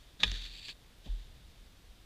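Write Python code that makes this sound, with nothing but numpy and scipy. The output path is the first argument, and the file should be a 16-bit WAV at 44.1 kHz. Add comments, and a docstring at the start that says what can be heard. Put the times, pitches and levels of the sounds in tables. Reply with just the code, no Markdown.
"""Outdoors on wet snow, one microphone close to a long box, over steady air and a quiet rumble.
A snowboard slaps down on the box: both ring briefly and a deep boom goes through the ground.
The board scrapes along, ticks over the far end and drops onto the snow with a soft thud and a second boom.
It hisses away over the snow while the rumble swells and settles."""
import sys
import numpy as np
from scipy import signal
from scipy.fft import rfft, irfft
from scipy.io import wavfile

SR = 44100
rng = np.random.default_rng(int(sys.argv[2]) if len(sys.argv) > 2 else 0)


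def unload_wav(signal):
    """Save mono or channel-first audio to the path in sys.argv[1] as 16-bit WAV at rate SR, clipped to [-1, 1]."""
    wavfile.write(
        sys.argv[1],
        SR,
        np.round(np.clip(np.atleast_2d(signal).T, -1, 1) * 32767).astype(np.int16),
    )


N = 90404
TIME = np.arange(N) / SR

# The board knocking on the box. Each row: start in seconds, levels of ring, crack and thud in dB,
# the crack's treble lift in dB, then hold and the crack's t60 in seconds.
KNOCKS = [(0.2322, -18, -19.5, -42.5, 0, 0.0025, .025), (0.3152, -48, -36, -49.5, 12.5, 0.0011, 0.014),
          (0.347, -47, -50, -62, 5, 0.0012, .018), (0.6828, -55, -41, -57, 8, .001, 0.012),
          (0.6896, -51, -43, -63, -3, .002, 0.024)]
# Colours of the crack and the thud. Each row: frequency in Hz, spectral density in dB.
CRACK_COLOUR = [(100, -11.5), (600, -14), (1150, -13), (1380, -26.5), (1650, -1.5), (2200, -5), (2800, 2),
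                (3800, -1), (4200, -10.5), (5200, -11), (5850, -19.5), (6500, -12.5), (7400, -28),
                (10000, -37), (15000, -54)]
THUD_COLOUR = [(30, 4.5), (90, -7), (170, 6), (270, -8), (400, -4.5), (700, -19), (1500, -19), (5000, -60)]
def knocks():
    """Each knock of board on box reaches the microphone as a dry crack, a short ring and a hollow thud."""
    attack_s, treble_band_hz = .0011, (4170, 5200, 8500, 14000)
    out = np.zeros(N)
    for start, ring_db, crack_db, thud_db, lift_db, hold, crack_t60 in KNOCKS:
        ring, at = box_ring(), round(start * SR)
        out[at:at + len(ring)] += amp(ring_db) * ring * np.minimum(TIME[:len(ring)] / attack_s, 1)
        lift = [0, lift_db, lift_db, 0]
        crack = [(hz, db + np.interp(hz, treble_band_hz, lift)) for hz, db in CRACK_COLOUR]
        out += amp(crack_db) * burst(crack, start, attack_s, hold, crack_t60)
        out += amp(thud_db) * burst(THUD_COLOUR, start, attack_s, hold, t60=0.16)
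    return out


# Modes of board and box. Each row: frequency in Hz, width in Hz before damping scales it, relative dB.
BOX_MODES = [(888, 54, -18), (1230, 50, -13.5), (1685, 54, -5.5), (1870, 57, -9.5), (2430, 34, -10.5),
             (2690, 78, -4.5), (3000, 44, -11), (3427, 48, -0.5), (3670, 46, -1.5), (3870, 55, -3.5),
             (4385, 53, -14.5), (5100, 170, -19), (6140, 65, -19), (8080, 84, -31)]
def box_ring(damping=0.86):
    """Board and box ring after one blow, the widest modes dying first; starts near rms 1."""
    hz, width, db = np.transpose(BOX_MODES)[:, :, None]
    t = TIME[:SR // 4]
    waves = np.sin(2 * np.pi * (hz * t + rng.random(hz.shape)))
    decay = np.exp(-np.pi * damping * width * t)
    return (amp(db) * decay * waves).sum(0) / np.sqrt(np.sum(amp(db) ** 2) / 2)


# Pressure of the board on the box, heard as scrape. Each row: time in seconds, level in dB.
SCRAPE_LEVEL = [(0.183, -100), (0.196, -55.5), (0.204, -43.5), (0.226, -44), (0.28, -43.5), (0.335, -46),
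                (0.375, -45), (0.425, -47.5), (0.465, -47), (0.495, -52), (0.54, -51), (0.575, -46.5),
                (0.604, -53.5), (0.654, -47), (0.675, -49), (0.71, -43), (0.724, -54)]
# The scrape at the near and far ends of the box. Each row: frequency in Hz, spectral density in dB.
NEAR_COLOUR = [(100, -5), (600, -24), (1300, -20), (1650, -7), (2100, -11), (3050, -13.5), (3700, 0.5),
               (4150, -7), (4550, -10), (4900, -24), (5600, -18), (6300, -17.5), (6900, -20), (7700, -37),
               (8700, -41), (15000, -62)]
FAR_COLOUR = [(100, -6.5), (600, -34), (1400, -27), (1750, -10), (2100, -12.5), (2400, -0.5), (3400, -3.5),
              (4100, 1), (4550, -1), (4950, -8.5), (5700, -23), (6400, -17), (7700, -24), (8700, -40),
              (15000, -47)]
# The edge singing on the box. Each row: frequency and width in Hz, relative dB at the near and far ends.
EDGE_MODES = [(3407, 37, -8.5, -16), (3720, 86, -7, -12.5), (4520, 106, -16.5, -7), (7420, 290, -30.5, -18)]
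def scrape():
    """The chattering base rubs the box and keeps it ringing; the colour shifts towards the far end."""
    chatter_hz, chatter_db = 110, 1.5
    leave_s, leave_t60_s = 0.7283, 0.016
    chatter = noise([(1, 0), (chatter_hz, 0), (2 * chatter_hz, -40)])
    rub = grit(per_s=2500, spread_db=3, smooth=0.65) * amp(chatter_db * chatter)
    along = np.interp(TIME, (0.28, .6), [0, 1])  # 0 at the near end, 1 at the far end
    ring = unit(signal.fftconvolve(rub, box_ring())[:N])
    near = colour(rub, NEAR_COLOUR) + amp(-7.5) * ring
    far = colour(rub, FAR_COLOUR)
    edge = sum(amp(near_db + (far_db - near_db) * along) * resonate(rub, hz, width)
               for hz, width, near_db, far_db in EDGE_MODES)
    contact = np.exp(-np.log(1000) * np.maximum(TIME - leave_s, 0) / leave_t60_s)
    return level(SCRAPE_LEVEL) * contact * unit((1 - along) * near + along * far + edge)


# The two landings, heard through the ground. 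Each row: start in seconds, level in dB, resting pitch
# and starting excess in Hz, rise, hold and t60 in seconds, relative level of the octave in dB.
BOOMS = [(0.244, -33.5, 39.44, 21.2, 0.029, 0.045, 0.73, -11),
         (1.086, -29.5, 39.4, 2.6, 0.016, 0.036, 0.26, -37)]
def ground_booms(settle_s=0.044):
    """The rider's weight sets off a deep wobble that sags to its resting pitch."""
    out = np.zeros(N)
    for start, db, hz, excess_hz, rise, hold, t60, octave_db in BOOMS:
        t = np.maximum(TIME - start, 0)
        phase = 2 * np.pi * (hz * t + excess_hz * settle_s * (1 - np.exp(-t / settle_s)))
        octave = amp(octave_db) * envelope(start, rise, hold, t60 / 2) * np.sin(2 * phase)
        out += amp(db) * (envelope(start, rise, hold, t60) * np.sin(phase) + octave)
    return out


# Snow crushed on the box, then on the ground.
# Each row: start in seconds, level in dB, then rise, hold and t60 in seconds.
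CRUNCHES = [(0.194, -52.5, .006, 0.036, 0.15), (1.053, -49, 0.0089, 0.0087, 0.12)]
# The board running on snow, fading into the distance. Each row: time in seconds, level in dB.
GLIDE_LEVEL = [(0, -65.5), (0.15, -71), (0.8, -71), (1.025, -73), (1.06, -55), (1.09, -63), (1.2, -63.5),
               (1.3, -69), (1.55, -69.5), (1.8, -73), (2.05, -72)]
# Colours of crushed snow and of the glide. Each row: frequency in Hz, spectral density in dB.
CRUNCH_COLOUR = [(30, -8), (90, 1), (200, 5), (350, -9), (620, -8), (900, -15), (1500, -37), (5000, -55)]
GLIDE_COLOUR = [(200, -18), (1300, -25), (1650, -7), (2100, -16), (2900, -6), (3450, 0), (3750, 1),
                (4100, -8.5), (4550, -8), (5500, -16), (7000, -17.5), (9000, -27), (15000, -34)]
def snow():
    """Soft thuds of crushed snow, and the grainy hiss of the board running over it."""
    thuds = sum(amp(db) * burst(CRUNCH_COLOUR, start, rise, hold, t60)
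                for start, db, rise, hold, t60 in CRUNCHES)
    hiss = colour(grit(per_s=2000, spread_db=2, smooth=0.99), GLIDE_COLOUR)
    return thuds + level(GLIDE_LEVEL) * hiss


# Open air and rumble around the microphone. Each row: frequency in Hz, spectral density in dB.
AIR_COLOUR = [(20, -17), (150, 1), (300, -0.5), (500, -3.5), (1300, -8.5), (2500, -8), (4500, -9.5),
              (6500, -15), (9000, -17), (15000, -21.5)]
RUMBLE_COLOUR = [(10, -10), (25, -7.5), (38, -1), (60, -8), (100, -14.5), (170, -21), (300, -33.5),
                 (1000, -51), (4000, -80)]
def outdoors(runout_s=1.08, rise_s=0.22, settle_s=0.42):
    """Steady air, and a low rumble that swells by about 6 dB while the board runs out."""
    since = np.maximum(TIME - runout_s, 0)
    swell_db = 10 * np.minimum(since / rise_s, 1) * np.exp(-since / settle_s)
    return amp(-64.5) * noise(AIR_COLOUR) + amp(-59 + swell_db) * noise(RUMBLE_COLOUR)


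def grit(per_s, spread_db, smooth):
    """Friction: tiny catches of uneven size over smooth rubbing."""
    size = amp(spread_db * np.minimum(rng.exponential(1, N), 4))
    catches = size * rng.choice([-1, 1], N) * (rng.random(N) < per_s / SR)
    return unit(unit(catches) + smooth * rng.standard_normal(N))


def burst(points, start, rise, hold, t60):
    """A short, dense impact with an even spectrum of the given colour."""
    shape = envelope(start, rise, hold, t60)
    phases = np.angle(rfft(shape * rng.standard_normal(N)))
    even = irfft(np.exp(1j * phases), N)
    onset = np.clip((TIME - start) / rise, 0, 1)
    return unit(colour(even, points) * onset) * np.sqrt(np.mean(shape ** 2))


def envelope(start, rise, hold, t60):
    """Linear attack, hold, exponential release."""
    t = TIME - start
    return np.clip(t / rise, 0, 1) * np.exp(-np.log(1000) * np.maximum(t - rise - hold, 0) / t60)


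def resonate(x, hz, width):
    """One narrow resonance; rms 1."""
    return unit(signal.lfilter(*signal.iirpeak(hz, hz / width, SR), x))


def colour(x, points):
    """Filters by a spectrum of (Hz, dB) points; rms 1."""
    hz, db = np.transpose(points)
    gain = amp(np.interp(np.log(np.fft.rfftfreq(N, 1 / SR) + 1), np.log(hz), db))
    return unit(irfft(rfft(x) * gain, N))


def noise(points):
    """Steady coloured noise."""
    return colour(rng.standard_normal(N), points)


def level(points):
    """Gain along a curve of (s, dB) points."""
    return amp(np.interp(TIME, *np.transpose(points)))


def amp(db):
    """Decibels to gain."""
    return 10 ** (np.asarray(db) / 20)


def unit(x):
    """Scales to rms 1."""
    return x / np.sqrt(np.mean(x ** 2) + 1e-20)


def scene():
    """All sources at one microphone."""
    return (knocks() + scrape() + ground_booms() + snow() + outdoors())[None]


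def record(dry):
    """The recorder's band limit, at 15.4 kHz."""
    lowpass = signal.firwin(511, 15400, window=("kaiser", 9), fs=SR)
    return signal.oaconvolve(dry, lowpass[None], "same")


dry = scene()
out = record(dry)
unload_wav(out)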